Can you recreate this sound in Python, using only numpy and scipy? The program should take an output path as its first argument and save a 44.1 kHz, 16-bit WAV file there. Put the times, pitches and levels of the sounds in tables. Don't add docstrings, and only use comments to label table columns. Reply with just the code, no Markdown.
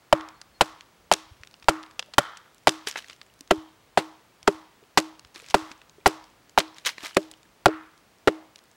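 import sys
import numpy as np
from scipy import signal
from scipy.fft import rfft, irfft
from scipy.io import wavfile
from scipy.ndimage import uniform_filter1d

SR = 44100
rng = np.random.default_rng(int(sys.argv[2]) if len(sys.argv) > 2 else 0)


def to_wav(sig):
    pcm = np.clip(np.atleast_2d(sig), -1, 1) * 32767
    pcm = np.round(pcm).astype(np.int16)
    wavfile.write(sys.argv[1], SR, pcm.T)


def gain_from_db(level_db):
    decades = np.asarray(level_db, float) / 20
    return 10 ** decades


N = 386316

# start in seconds, strength in dB, knock in Hz,
# pitch as the edge bites in Hz, long log ring in dB.
BLOWS = [(0.1264, 11.5, 560, 1200, -24.5), (0.6091, 4.5, 676, 1170, -37), (1.1146, 7, 570, 1260, -36),
         (1.6845, 13, 670, 1140, -23), (2.182, 9.5, 717, 1460, -48), (2.6713, 11.5, 600, 1220, -26.5),
         (3.5087, -1, 420, 1050, -23.5), (3.9735, 1.5, 642, 1060, -27.5), (4.4757, -6, 900, 1150, -28.5),
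         (4.9739, 5, 560, 1250, -24.5), (5.5428, 9, 620, 1150, -25.5), (6.0595, 8, 720, 1170, -29),
         (6.5763, 6.5, 653.5, 1210, -29.5), (7.1672, -8, 500, 800, -29.5), (7.6579, 14.5, 570, 1400, -20),
         (8.2736, -3, 410, 520, -24.5)]
# fibre tear in dB, tear t60 in seconds, steel ring in dB, # thump of the log
# in dB, further log modes in dB.
CUTS = [(-8.5, .033, -15.5, -21, 7), (-5, .05, -10, -17, 4), (-12, .07, -8, -18, 0.5),
        (-14, .07, -28, -16, 9.5), (-7.5, .045, -3.5, -20, 10), (-9.5, .065, -20.5, -11.5, 11),
        (-8.5, .04, -4, -4, 7.5), (-14, .1, -13, -12, 3.5), (-3, .032, -14, -4, 7), (-3, .06, -12, -14, 3),
        (-8, .046, -21, -10, 8), (-14, .1, -28, -7, 11), (-19, .14, -24, -14, 5.5),
        (-6.5, .033, -12, -8, -3), (-19, .07, -29, -6, 14), (-12.5, .052, -34.5, -5, 3)]
STEEL_HZ = 3093


def rms_one(x):
    return x / np.sqrt(np.mean(x ** 2) + 1e-20)


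def coloured(x, spectrum):
    hz = np.maximum(np.arange(len(x) // 2 + 1) * SR / len(x), 1)
    points = np.array(spectrum)
    gain = gain_from_db(np.interp(np.log(hz), np.log(points[:, 0]), points[:, 1]))
    return rms_one(irfft(rfft(x) * gain, len(x)))


def crackle(size, per_s, spread_db):
    out = np.zeros(size)
    at = rng.integers(0, size, round(size * per_s / SR))
    uneven = gain_from_db(spread_db * np.minimum(rng.exponential(1, len(at)), 4))
    out[at] = uneven * rng.standard_normal(len(at))
    return out


def sine(hz, t):
    return np.sin(2 * np.pi * hz * t)


def dying(t, t60, rise_s):
    return (1 - np.exp(-t / rise_s)) * gain_from_db(-60 * t / np.maximum(t60, .002))


def add(out, s, piece):
    i = round(s * SR)
    out[i:i + len(piece)] += piece[:N - i]


def wind():
    # time in seconds, level in dB.
    wind_level = [(0.0, -77), (0.27, -71), (4.42, -77.5), (6.0, -70.5), (6.95, -79.5), (7.73, -74),
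                  (8.76, -84)]
    # centre in seconds, peak in dB.
    puffs = [(0.203, -53), (1.274, -60), (1.321, -41), (1.412, -45.5), (1.646, -54), (2.872, -59),
             (3.583, -42), (4.439, -54.5), (4.551, -52), (5.245, -60), (5.259, -51.5), (5.483, -66),
             (5.504, -51.5), (5.628, -48), (6.16, -66), (7.62, -67), (7.743, -54), (8.243, -61.5)]
    s, db = np.transpose(wind_level)
    lumps = coloured(rng.standard_normal(N), [(4, 17.5), (14, 10.5), (40, -36.5)])
    rumble = coloured(rng.standard_normal(N), [(14, -42.5), (45, 9.0), (80, 1), (160, -2), (400, -37)])
    out = gain_from_db(np.interp(np.arange(N) / SR, s, db) + 2.5 * lumps) * rumble
    t = np.arange(-.025, .025, 1 / SR)
    thump = np.sin(2 * np.pi * 85 * t + .4) * np.exp(-(t / .007) ** 2)
    for s, db in puffs:
        add(out, s - .025, gain_from_db(db) * thump)
    return out


def air():
    # frequency in Hz, level in dB per Hz.
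    hush = [(35, -22.5), (60, -2), (118, 5.5), (1020, 1), (4960, -8.5), (7720, -12), (14500, -19.5),
            (15500, -14.5)]
    return gain_from_db(-60.5) * coloured(rng.standard_normal(N), hush)


def whine():
    # frequency in Hz, peak in dB.
    tones = [
        (15734.3, -79.5),
        (15747.3, -84),
    ]
    return sum(gain_from_db(db) * sine(hz, np.arange(N) / SR) for hz, db in tones)


def knock(t, db, hz, bite_hz):
    pitch = hz + (bite_hz - hz) * np.exp(-t / 0.0022)
    return np.sin(2 * np.pi * np.cumsum(pitch) / SR) * dying(t, .025 * gain_from_db(-.3 * db), 0.0006)


def log_modes(t, thump_db, further_db):
    # frequency in Hz, t60 in seconds.
    low_modes = [
        (190, 0.055),
        (392, 0.062),
        (588, 0.047),
    ]
    # frequency in Hz, level in dB, t60 in seconds.
    further_modes = [(130, -29.5, 0.06), (733.3, -7, 0.018), (941, -20, 0.022), (1141, -17, 0.018),
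                     (1371, -9.5, 0.022), (1562, -9.5, 0.014), (1943, -12.5, 0.018), (2567, -30, 0.03)]
    low_dbs = -12.5 + .4 * thump_db, thump_db, -12.5 + .65 * further_db
    out = np.zeros(len(t))
    for db, (hz, t60) in zip(low_dbs, low_modes):
        out += gain_from_db(db) * sine(hz, t) * dying(t, t60, 0.0013)
    for hz, db, t60 in further_modes:
        level_luck, pitch_luck = rng.standard_normal(2)
        tone = sine(hz * (1 + .02 * pitch_luck), t)
        out += gain_from_db(further_db + db + 2 * level_luck) * tone * dying(t, t60, .0006)
    return out


def tearing_fibres():
    # frequency in Hz, level in dB per Hz.
    tear_colour = [(180, -26), (300, 11.5), (1370, 3.5), (2000, 2.5), (4000, 4), (6460, -6), (7500, -3),
                   (15500, -26.5)]
    fibres = coloured(crackle(N, per_s=9000, spread_db=3.0), tear_colour)
    coarse = signal.sosfilt(signal.butter(2, 2500, fs=SR, output="sos"), fibres)
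    return coarse, fibres - coarse


def blows():
    # rise in seconds, one-sided push of air (+ outward).
    entries = [(.0003, .08), (.0002, .05), (.0002, .02), (.0002, .07), (.0001, -.005), (.0002, -.01),
               (.0004, .04), (.0004, .005), (.0005, .02), (.0002, .002), (.0002, .05), (.0001, .12),
               (.0002, .03), (.0003, -.015), (.0002, .05), (.0004, .025)]
    # start in seconds, level in dB, pitch in Hz, t60 in seconds.
    rebites = [(0.1313, -12, 560, .03), (1.689, -6, 600, .02), (2.6755, -4, 580, .025),
               (3.5107, 4, 540, .02), (4.4772, -3, 1300, .012), (4.4792, 0.1, 400, .035),
               (6.0641, 1, 780, .015), (7.1695, -9, 420, .02), (7.1762, -17, 600, .05),
               (7.6627, -7, 560, .025), (7.6668, -9, 800, .012), (7.684, -16, 440, .045),
               (7.688, -21, 620, .04), (8.2806, -3, 1200, .01), (8.2832, -3, 440, .02),
               (8.2875, -7, 540, .012)]
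    out, t = np.zeros(N), np.arange(SR // 2) / SR
    fibres = tearing_fibres()
    for (s, db, hz, bite_hz, ring_db), cut, (rise_s, push) in zip(BLOWS, CUTS, entries):
        tear_db, tear_t60, steel_db, thump_db, further_db = cut
        steel = gain_from_db(steel_db) * sine(STEEL_HZ, t) * dying(t, 0.015, .0003)
        strike = gain_from_db(db) * (knock(t, db, hz, bite_hz) + steel)
        coarse, fine = (np.resize(part[round(s * SR):], len(t)) for part in fibres)
        tear = coarse * dying(t, tear_t60, .0015) + fine * dying(t, .7 * tear_t60, 0.00073)
        ring = gain_from_db(ring_db) * sine(316.5, t) * dying(t, 0.34, 0.00067)
        entry = (1 - np.exp(-t / rise_s)) ** 2
        add(out, s, entry * (strike + log_modes(t, thump_db, further_db) + gain_from_db(tear_db) * tear + ring))
        add(out, s, push * np.exp(-((t - .007) / .003) ** 2))
    for s, db, hz, t60 in rebites:
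        add(out, s, gain_from_db(db) * sine(hz, t) * dying(t, t60, .0005))
    return out


def sent_to_trunks():
    # colour in Hz, level in dB, treble in dB.
    echoes = [(1120, -43, -66.5), (1100, -49, -59.5), (1050, -53, -59), (1200, -44.5, -63),
              (1350, -43, -60.5), (1150, -49.5, -56), (950, -51.5, -64.5), (950, -49.5, -62.5),
              (1020, -50, -62.5), (950, -50.5, -60), (1080, -45.5, -57), (950, -46.5, -58),
              (1000, -52, -64), (600, -54, -64), (1330, -44, -70), (650, -48.5, -68)]
    body, tick, t = np.zeros(N), np.zeros(N), np.arange(SR // 2) / SR
    for (s, *_), (_, _, steel_db, _, _), (hz, db, treble_db) in zip(BLOWS, CUTS, echoes):
        pulse = sine(hz, t) * (dying(t, 0.0038, .0001) + .04 * dying(t, .02, .0001))
        steel = gain_from_db(steel_db) * sine(STEEL_HZ, t) * dying(t, .007, .0001)
        add(body, s, gain_from_db(db + 11) * (pulse + .25 * steel))
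        add(tick, s, gain_from_db(treble_db + 22) * np.array([1, .6, .25]))
    return body, tick


def trunks(x):
    # frequency in Hz, level in dB, t60 in seconds.
    trunk_bands = [(200, -10, 0.17), (500, 3, 0.39), (1100, 2.5, 0.55), (2000, 2.5, 0.54), (3000, 5.5, .58),
                   (4500, 3, .6), (8440, 6, 0.23), (14800, -3, .3)]
    t, echo = np.arange(SR) / SR, np.zeros(SR)
    points = np.array(trunk_bands)
    for hz in 160 * 2 ** np.arange(0, 6.6, .5):
        db, t60 = (np.interp(np.log(hz), np.log(points[:, 0]), points[:, k]) for k in (1, 2))
        half_octave = signal.butter(2, [hz / 2 ** .25, hz * 2 ** .25], "band", fs=SR, output="sos")
        band = signal.sosfilt(half_octave, rng.standard_normal(SR))
        swell = 1 - np.exp(-t / 0.0059)
        echo += gain_from_db(db) * band * dying(t, t60, .03) * swell
    grain = rms_one(uniform_filter1d(rng.standard_normal(SR), round(.004 * SR)))
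    echo *= gain_from_db(2.2 * grain)
    return signal.fftconvolve(x, echo / np.sqrt(np.sum(echo ** 2)))[:N] * 10


def snaps():
    # start in seconds, peak in dB, centre in Hz, t60 in seconds.
    large_chips = [(0.2095, -29, 2700, 0.0032), (0.415, -28, 4200, 0.006), (1.4343, -28, 2700, 0.007),
                   (1.6246, -36, 2500, 0.009), (1.8356, -31, 3000, 0.0049), (1.9934, -14.5, 3300, 0.012),
                   (2.0259, -26.5, 2200, 0.0051), (2.1368, -27, 2900, 0.017), (2.371, -31, 4100, 0.012),
                   (2.8715, -14.5, 3500, 0.012), (2.8844, -21, 6000, 0.012), (2.9122, -22, 4600, 0.004),
                   (2.9576, -20, 1600, 0.019), (2.978, -21.5, 3000, 0.0053), (2.9885, -26, 2200, 0.006),
                   (3.0976, -28.5, 2700, 0.01), (3.2143, -29, 2800, 0.009), (3.408, -26.5, 5500, 0.0053),
                   (5.349, -32.5, 3000, 0.0057), (5.486, -30, 3900, 0.0044), (5.5, -28.5, 4500, 0.0098),
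                   (5.5069, -27.5, 4000, 0.016), (5.7151, -29, 2900, 0.014), (6.7832, -31, 3500, 0.011),
                   (6.8497, -21, 3100, 0.012), (6.8911, -14, 3000, 0.0028), (6.9813, -26, 1700, 0.006),
                   (7.0474, -27, 3300, 0.006), (7.1468, -32.5, 4400, 0.013), (7.3136, -31, 5500, 0.006)]
    # start in seconds, peak in dB, centre in Hz,
    # t60 in seconds.
    splinters = [(0.6154, -15, 6000, 0.0091), (1.1236, -6, 4500, 0.007), (1.1368, -8, 4400, 0.006),
                 (1.1405, -16, 1800, 0.0068), (1.6912, -13, 5560, 0.014), (2.1905, -12, 5100, 0.0049),
                 (2.68, -11, 4000, .016), (2.6921, -6.5, 4200, 0.006), (4.985, -13, 4200, .016),
                 (5.0008, -20, 5900, 0.004), (5.571, -36, 2600, 0.0075), (6.0668, -11, 4200, 0.012),
                 (6.0752, -16, 9000, .008), (6.586, -4, 2600, 0.0029), (6.5897, -15, 8000, .006),
                 (6.5925, -13, 3500, .012), (6.602, -14.5, 2600, 0.012), (7.681, -31, 3500, 0.008),
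                 (8.2795, -6, 1600, 0.011)]
    # start in seconds, peak in dB, centre in Hz.
    small_chips = [(0.287, -32.5, 3900), (0.8084, -33, 3100), (1.4724, -35, 3900), (1.5406, -36.5, 2900),
                   (1.6431, -36, 3600), (1.863, -41, 3700), (1.9106, -39, 3300), (2.5814, -42.5, 5500),
                   (2.926, -32, 3300), (3.0233, -34.5, 3400), (3.044, -36.5, 2700), (3.4753, -39.5, 4200),
                   (4.429, -34.5, 3700), (5.1942, -35.5, 4300), (5.2485, -36.5, 3000), (5.359, -29, 2800),
                   (5.3993, -34.5, 2900), (5.443, -34, 2300), (5.521, -41, 2000), (5.8955, -39.5, 4000),
                   (6.241, -38, 4000), (6.495, -39.5, 4900), (6.767, -39, 3900), (7.0062, -31, 2400),
                   (7.0306, -32.5, 3700), (7.1093, -35, 2200), (7.2292, -36, 4300), (7.4304, -42, 3700),
                   (8.5583, -33, 3700), (8.5889, -39, 3500)]
    # start in seconds, peak in dB, centre in Hz.
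    crumbs = [(1.3679, -50, 2900), (1.4136, -47, 4300), (1.4491, -46, 4000), (1.5117, -40, 4700),
              (1.5319, -49, 4100), (1.5655, -50, 6100), (1.5988, -47, 4900), (1.6296, -40, 3200),
              (1.8299, -33, 3600), (2.0607, -46, 6100), (2.5457, -44, 7000), (2.6359, -51, 6100),
              (2.8932, -27, 7200), (2.8977, -27, 4000), (2.9406, -40, 4300), (2.9729, -25, 2800),
              (3.0038, -35, 2700), (3.0763, -40, 3100), (3.0838, -35, 3900), (3.1086, -35, 3100),
              (3.1315, -35, 3200), (3.1634, -46, 5300), (3.2301, -44, 4000), (3.2642, -45, 4200),
              (3.3388, -47, 5500), (3.3915, -43, 6200), (4.8303, -53, 3400), (4.8377, -47, 3400),
              (5.2723, -48, 4600), (5.3449, -39, 4700), (5.3787, -36, 4600), (5.3921, -39, 5500),
              (5.4059, -42, 6400), (5.4195, -34, 5200), (5.435, -44, 4500), (5.4629, -36, 5000),
              (5.5833, -36, 2000), (5.6035, -35, 4600), (5.7783, -47, 5300), (5.8168, -37, 2700),
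              (6.0038, -50, 2600), (6.3004, -47, 4500), (6.608, -23, 3000), (6.6799, -40, 2900),
              (6.7453, -43, 4900), (6.798, -41, 4900), (6.8647, -12, 3600), (6.8726, -13, 3900),
              (7.0802, -34, 3200), (7.3186, -43, 4700), (7.3381, -39, 3400), (7.3734, -49, 6300),
              (7.4898, -50, 4100), (7.9776, -43, 5300), (8.1849, -52, 5200), (8.3506, -46, 1900),
              (8.5827, -45, 4900), (8.6385, -48, 6900), (8.6557, -49, 3900), (8.7142, -44, 5700)]
    # start in seconds, peak in dB.
    touches = [
        (3.5058, -24),
        (4.473, -22.5),
        (7.164, -28),
    ]
    rows = list(splinters) + list(large_chips)
    rows += [(s, db, 1800, .012) for s, db in touches]
    rows += [(s, db, hz, .005) for s, db, hz in small_chips]
    rows += [(s, db, hz, .003) for s, db, hz in crumbs]
    out, t = np.zeros(N), np.arange(SR // 16) / SR
    for s, db, hz, t60 in rows:
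        spit = rng.standard_normal(len(t)) * dying(t, 1.8 * t60, .0002)
        burst = signal.lfilter(*signal.butter(1, hz / 1.6, "high", fs=SR), spit)
        burst = signal.lfilter(*signal.butter(3, hz * 1.55, fs=SR), burst)
        ring = sine(.7 * hz, t) * dying(t, 16 / hz, .0003)
        add(out, s, gain_from_db(db) * (burst / np.max(np.abs(burst)) + gain_from_db(-6.5) * ring))
    return out


def solid_chips():
    # start in seconds, peak in dB, pitch in Hz.
    pings = [(1.5987, -48, 4500), (2.898, -36, 3700), (2.972, -26, 2600), (3.0624, -43, 4300),
             (3.085, -40, 3300), (3.1085, -41, 2600), (3.129, -35, 2900), (3.2998, -48, 2900),
             (5.365, -35, 2400), (5.463, -40, 2500), (5.8156, -39, 2600), (6.012, -47, 2400),
             (6.7445, -47, 5500), (6.9312, -36, 2300), (7.022, -36, 1700), (7.1313, -40, 3000),
             (7.3375, -39, 3000), (7.4536, -48, 1700)]
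    # start in seconds, peak in dB, pitch in Hz.
    thuds = [(1.992, -36.5, 512), (2.085, -46, 600), (2.871, -30, 420), (3.408, -41, 283),
             (4.827, -45, 415), (5.36, -42.5, 338), (5.425, -45, 468), (5.712, -39.5, 302),
             (5.983, -42.5, 396), (7.034, -36, 298), (7.455, -52, 300)]
    out, t = np.zeros(N), np.arange(SR // 16) / SR
    for s, db, hz in pings:
        add(out, s, gain_from_db(db) * sine(hz, t) * dying(t, .012, .0003))
    for s, db, hz in thuds:
        add(out, s, gain_from_db(db) * sine(hz, t) * dying(t, 0.047, 0.00036))
    return out


def bird():
    # time in seconds, pitch in Hz, level in dB.
    notes_sung = [
        [(0.335, 4180, -73), (0.362, 4380, -68), (0.395, 4200, -72)],
        [(0.535, 4340, -68), (0.565, 4241, -62), (0.59, 4327, -72)],
    ]
    out = np.zeros(N)
    for rows in notes_sung:
        s, hz, db = np.transpose(rows)
        t = np.arange(s[0], s[-1], 1 / SR)
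        tone = np.sin(2 * np.pi * np.cumsum(np.interp(t, s, hz)) / SR)
        level = np.sqrt(2) * gain_from_db(np.interp(t, s, db))
        add(out, s[0], level * tone * signal.windows.tukey(len(t), .4))
    return out


def rustles():
    # loudest moment in seconds, level in dB, seconds to swell by 20 dB,
    # seconds to fade by 20 dB.
    slides = [(2.872, -28, .006, .051), (2.983, -33, .025, .025), (3.126, -52, .4, .05),
              (5.352, -45, .008, .11), (5.508, -45, .07, .026), (5.725, -51, .3, .01),
              (6.762, -50, .005, .11), (6.861, -23, .005, .04), (6.866, -23, .012, .025),
              (6.895, -38, .005, .035), (6.98, -54, .02, .2), (7.068, -32.5, .06, .008),
              (7.032, -42, .006, .08), (7.08, -43, .01, .07)]
    # frequency in Hz, level in dB per Hz.
    leaves = [(180, -38), (300, -10), (696, -4), (1910, 4), (4720, -1), (8140, -12), (15500, -30.5)]
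    t, gain, cracks = np.arange(N) / SR, np.zeros(N), np.zeros(N)
    for s, db, swell_s, fade_s in slides:
        gain += gain_from_db(db - 20 * np.maximum((s - t) / swell_s, (t - s) / fade_s))
    leaf_hz, leaf_db = np.transpose(leaves)
    for hz in np.geomspace(500, 13000, 12):
        radius, angle = gain_from_db(-60 * hz / (9 * SR)), 2 * np.pi * hz / SR
        fine = rms_one(crackle(N, per_s=1800, spread_db=3.0))
        large = rms_one(crackle(N, per_s=90, spread_db=3.0))
        resonator = [1, -2 * radius * np.cos(angle), radius ** 2]
        rings = rms_one(signal.lfilter([1, 0, -1], resonator, fine + gain_from_db(-14) * large))
        cracks += gain_from_db(np.interp(np.log(hz), np.log(leaf_hz), leaf_db)) * np.sqrt(hz) * rings
    return gain * gain_from_db(-2.5) * rms_one(cracks)


def scene():
    chips = snaps() + solid_chips() + rustles()
    body, tick = sent_to_trunks()
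    echo = trunks(body) + trunks(tick + gain_from_db(-50) * chips)
    return (wind() + air() + blows() + echo + chips + bird())[None]


def roll_off(x):
    return signal.sosfilt(signal.butter(12, 17150, fs=SR, output="sos"), x)


def record(dry):
    clipped = np.clip(dry, -.505, .505)
    top_cut = signal.ellip(7, .2, 45, 15950, fs=SR, output="sos")
    return roll_off(signal.sosfilt(top_cut, clipped + whine()))


dry = scene()
out = record(dry)
to_wav(out)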